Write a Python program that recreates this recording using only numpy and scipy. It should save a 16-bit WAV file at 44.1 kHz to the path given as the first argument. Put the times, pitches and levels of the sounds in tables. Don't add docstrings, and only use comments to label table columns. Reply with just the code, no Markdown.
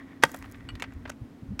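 import sys
import numpy as np
from scipy import signal
from scipy.fft import rfft, irfft
from scipy.io import wavfile

SR = 44100
rng = np.random.default_rng(int(sys.argv[2]) if len(sys.argv) > 2 else 0)


def unload_wav(signal):
    wavfile.write(
        sys.argv[1],
        SR,
        np.round(np.clip(np.atleast_2d(signal).T, -1, 1) * 32767).astype(np.int16),
    )


N = 70560
T = np.arange(N) / SR
BLOW_S = .2364


def blow(slap_lag_s=.0021):
    # (frequency [Hz], level [dB], t60 [s])
    sheet_modes = [(1180, -4, .016), (1580, -6, .014), (1878, -7, .022), (2520, -17, .017),
                   (3230, -20, .026), (4460, -26, .026), (8780, -29, .024)]
    # (frequency [Hz], level [dB], t60 [s])
    slap_modes = [(152, -23, .06), (250, -23, .025), (560, -13.5, .026), (909, -20, .038)]
    sheet = body(click(BLOW_S, db=1.4), sheet_modes)
    slap = body(click(BLOW_S + slap_lag_s, db=1.5), slap_modes)
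    return filtered(sheet + slap, 140, "high", order=3)


def cracks():
    # (time [s], rise [s], decay [s], thud [dB], snap [dB], splinter [dB],
    # thud [Hz], snap [Hz], splinter [Hz])
    bursts = [(0.2227, 0.006, 0.0094, -39, -30, -37.5, 1010, 2000, 5150),
              (.2350, 0.0023, .0015, -12.5, -14.5, -19, 1160, 1760, 4800),
              (0.2377, .0005, 0.0025, -24, -19.5, -25.5, 590, 2340, 8800),
              (.2490, 0.0015, 0.0038, -28.5, -54, -35.5, 976, 2000, 4950),
              (0.2923, 0.0025, 0.0034, -42, -66.5, -53.5, 890, 1910, 5740),
              (0.339, 0.0055, 0.0061, -35.5, -37.5, -50, 590, 1420, 7400),
              (0.4244, 0.00076, 0.0017, -38.5, -42, -48, 1100, 1920, 5500),
              (.440, 0.0025, .006, -42.5, -49, -67, 1100, 1640, 4000),
              (0.4579, 0.00082, 0.0025, -45.5, -42, -58, 1100, 1880, 3800),
              (0.544, 0.0011, 0.0038, -58, -43.5, -72, 1100, 1780, 4000),
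              (.552, .002, 0.0024, -52, -51.5, -70, 1100, 1850, 3950),
              (.6062, 0.00063, .003, -52.5, -48, -83, 1100, 1820, 4030),
              (.688, 0.0015, 0.0048, -39.5, -43, -58.5, 1200, 2670, 8440),
              (0.7518, 0.0027, 0.0031, -47, -43.5, -48, 1100, 2400, 4070),
              (0.797, 0.0019, 0.0054, -44.5, -41.5, -50, 1220, 1880, 5950),
              (0.8216, 0.00068, 0.0046, -29.5, -27.5, -39, 950, 2530, 6940),
              (.838, 0.0018, 0.0057, -36.5, -39.5, -53, 1250, 2370, 4500),
              (0.9216, .001, 0.0038, -48.5, -54.5, -64.5, 1100, 1900, 6150),
              (1.052, 0.0035, 0.0071, -38, -41, -75, 660, 1970, 4030),
              (1.0753, 0.0012, 0.015, -46.5, -57.5, -60, 1100, 2000, 3990),
              (1.093, 0.0084, 0.0014, -35.5, -34, -39, 472.2, 1600, 6440),
              (1.1149, .002, 0.0066, -54, -52, -62, 1100, 2400, 6240),
              (1.592, 0.0029, .008, -33.5, -28.5, -33.5, 1300, 2550, 5500)]
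    out = np.zeros(N)
    for s, rise_s, decay_s, thud_db, snap_db, splinter_db, thud_hz, snap_hz, splinter_hz in bursts:
        envelope = np.clip((T - s) / rise_s, 0, 1) * np.exp(-np.maximum(T - s - rise_s, 0) / decay_s)
        large, medium, small = [envelope * grains(per_s=7100, spread_db=2.5) for _ in range(3)]
        thud = filtered(resonant(large, thud_hz, width=1.45), (180, 2500), "band")
        snap = filtered(resonant(medium, snap_hz, width=1.168), (820, 3800), "band")
        splinter = filtered(resonant(small, splinter_hz, width=1.14), 3100, "high")
        for band, db in ((thud, thud_db), (snap, snap_db), (splinter, splinter_db)):
            out += from_db(db) * match_energy(band, envelope)
    return out


def clinks():
    # (time [s], level [dB], pitch [ratio])
    knocks = [(0.6888, -35, 0.98), (0.6982, -44, 0.98), (0.7037, -44, 0.98), (0.8042, -42.5, 0.91)]
    # (frequency [Hz], level [dB], t60 [s])
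    plate_modes = [(1211, -6, .04), (1420, -6, .035), (1990, -6, .035), (2428, -5, .04), (2960, 0, .044),
                   (4540, -7, .034), (8100, -14, .03)]
    out = np.zeros(N)
    for s, db, pitch in knocks:
        for k, (hz, mode_db, t60_s) in enumerate(plate_modes):
            out += (-1) ** k * ring(click(s, db + mode_db), hz * pitch, t60_s)
    return out


def splinter_ticks(contact_s=.00094, scuff_max_hz=10000):
    # (time [s], level [dB], ring [Hz])
    landings = [(.2915, -51, 12000), (.3170, -37.5, 6800), (0.32, -54, 11400), (0.3453, -37.5, 15000),
                (0.3634, -41, 10000), (0.3716, -44, 7240), (0.3886, -44.5, 13600), (.453, -56, 9200),
                (0.4994, -54.5, 11000), (0.5142, -47, 7800), (.5224, -42.5, 6740), (.559, -58, 14800),
                (0.8, -51, 15000), (0.8236, -45, 12900), (0.9367, -54, 7000)]
    out = np.zeros(N)
    for s, db, hz in landings:
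        contact = (T >= s) * np.exp(-np.abs(T - s) / contact_s)
        scuff = resonant(contact * rng.standard_normal(N), min(hz, scuff_max_hz), width=3.3)
        out += from_db(db) * match_energy(scuff, contact)
        out += ring(click(s, db - 6), hz, t60_s=.012)
    return filtered(out, 2440, "high")


def spray(db=-56, chips_per_s=6000, decay_s=.14):
    envelope = (T > BLOW_S) * np.exp(-np.abs(T - BLOW_S) / decay_s)
    pitches_hz = np.geomspace(3670, 15000, 16)
    patter = np.zeros(N)
    for hz in pitches_hz:
        impacts = grains(chips_per_s / len(pitches_hz), spread_db=.5)
        patter += resonant(impacts, hz, width=1.1) / np.sqrt(hz)
    return from_db(db) * envelope * rms_one(patter)


def skid(contacts_per_s=2500, band_hz=(780, 6300)):
    # (frequency [Hz], level [dB], t60 [s])
    piece_modes = [(1100, -1.5, 0.015), (1550, -4.5, 0.02), (1876, -0.5, 0.014), (1940, -1, 0.021),
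                   (2240, -4.5, 0.014), (3400, -7.5, .005)]
    # (time [s], level [dB])
    levels = [(0, -48.5), (.05, -63.5), (.12, -54), (.2, -67), (.4, -57.5), (.65, -61), (.9, -59.5),
              (1.15, -77), (1.6, -73)]
    chatter = np.zeros(N)
    for hz, db, t60_s in piece_modes:
        contacts = grains(contacts_per_s / len(piece_modes), spread_db=2)
        chatter += from_db(db) * ring(contacts, hz, t60_s)
    envelope = from_db(np.interp(T, *np.transpose(levels)))
    return envelope * rms_one(filtered(chatter, band_hz, "band"))


def scatter(x, db, t60_s, top_hz, onset_s=.004):
    tail = rng.standard_normal(N) * from_db(-60 * T / t60_s) * (1 - np.exp(-T / onset_s))
    echoes = signal.fftconvolve(x, tail / np.linalg.norm(tail))[:N]
    return from_db(db) * filtered(echoes, top_hz, "low", order=1)


def wind(width=1.57):
    # (peak time [s], level [dB], Gaussian sigma [s], band centre [Hz])
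    buffets = [(0.52, -47.5, 0.15, 66.7), (0.665, -48.5, 0.041, 97.5), (0.75, -38.5, 0.027, 65),
               (0.863, -47.5, 0.052, 76.6), (0.969, -35.5, 0.011, 55.3), (1.053, -45.5, 0.052, 74.8),
               (1.227, -34.5, 0.0092, 80), (1.43, -37, 0.0072, 135), (1.493, -38, 0.014, 70),
               (1.519, -32.5, 0.012, 134.5), (1.537, -42, 0.041, 75)]
    out = np.zeros(N)
    for s, db, sigma_s, hz in buffets:
        envelope = np.exp(-.5 * ((T - s) / sigma_s) ** 2)
        rumble = filtered(rng.standard_normal(N), (hz / width, hz * width), "band", order=3)
        out += from_db(db) * match_energy(rumble * envelope, envelope)
    return out


def machine_hum(wander_hz=3):
    # (frequency [Hz], level [dB])
    tones = [(242.2, -56.5), (269.5, -51.5)]
    out = np.zeros(N)
    for hz, db in tones:
        waver = 1 + .5 * drift(rate_hz=14)
        phase = 2 * np.pi * np.cumsum(hz + wander_hz * drift(rate_hz=10)) / SR
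        out += from_db(db) * rms_one(waver * np.sin(phase))
    return out


def open_air(db=-50.5):
    # (frequency [Hz], relative density [dB])
    spectrum = [(20, -17), (60, -5), (150, -2.5), (220, 2), (300, 1.5), (380, -6.5), (600, -14),
                (1500, -21), (2500, -27.5), (5000, -34.5), (9000, -40.5), (16000, -44.5)]
    hz, density_db = np.transpose(spectrum)
    bins_hz = np.fft.rfftfreq(N, 1 / SR)
    colour = from_db(np.interp(np.log(bins_hz + 1), np.log(hz), density_db))
    return from_db(db) * rms_one(irfft(rfft(rng.standard_normal(N)) * colour, N))


def from_db(db):
    return 10 ** (np.asarray(db) / 20)


def rms_one(x):
    return x / np.sqrt(np.mean(x ** 2) + 1e-20)


def match_energy(x, envelope):
    return rms_one(x) * np.sqrt(np.mean(envelope ** 2))


def filtered(x, hz, kind, order=2):
    sos = signal.butter(order, np.clip(hz, 10, SR * .45), kind, fs=SR, output="sos")
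    return signal.sosfilt(sos, x + 1e-18)


def resonant(x, hz, width):
    return filtered(x, (hz / width, hz * width), "band", order=1)


def drift(rate_hz):
    return rms_one(filtered(rng.standard_normal(2 * N), rate_hz, "low")[N:])


def click(s, db):
    return from_db(db) * (np.arange(N) == int(s * SR))


def grains(per_s, spread_db):
    sizes = from_db(spread_db * np.minimum(rng.exponential(1, N), 4))
    signs = rng.choice([-1, 1], N)
    return sizes * signs * (rng.random(N) < per_s / SR)


def ring(clicks, hz, t60_s):
    radius, angle = from_db(-60 / (t60_s * SR)), 2 * np.pi * hz / SR
    return signal.lfilter([0, np.sin(angle)], [1, -2 * radius * np.cos(angle), radius ** 2],
                          clicks + 1e-18)


def body(clicks, modes):
    return sum(from_db(db) * ring(clicks, hz, t60_s) for hz, db, t60_s in modes)


def scene():
    ice = blow() + cracks() + clinks() + splinter_ticks() + spray()
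    near = scatter(ice, db=-17, t60_s=.084, top_hz=3000)
    far = scatter(ice, db=-28.5, t60_s=.7, top_hz=2500)
    return (ice + near + far + skid() + wind() + open_air() + machine_hum())[None]


def record(dry, cutoff_hz=15900):
    lowpass = signal.ellip(10, .1, 80, cutoff_hz, fs=SR, output="sos")
    return signal.sosfilt(lowpass, np.clip(dry, -1, 1))


dry = scene()
out = record(dry)
unload_wav(out)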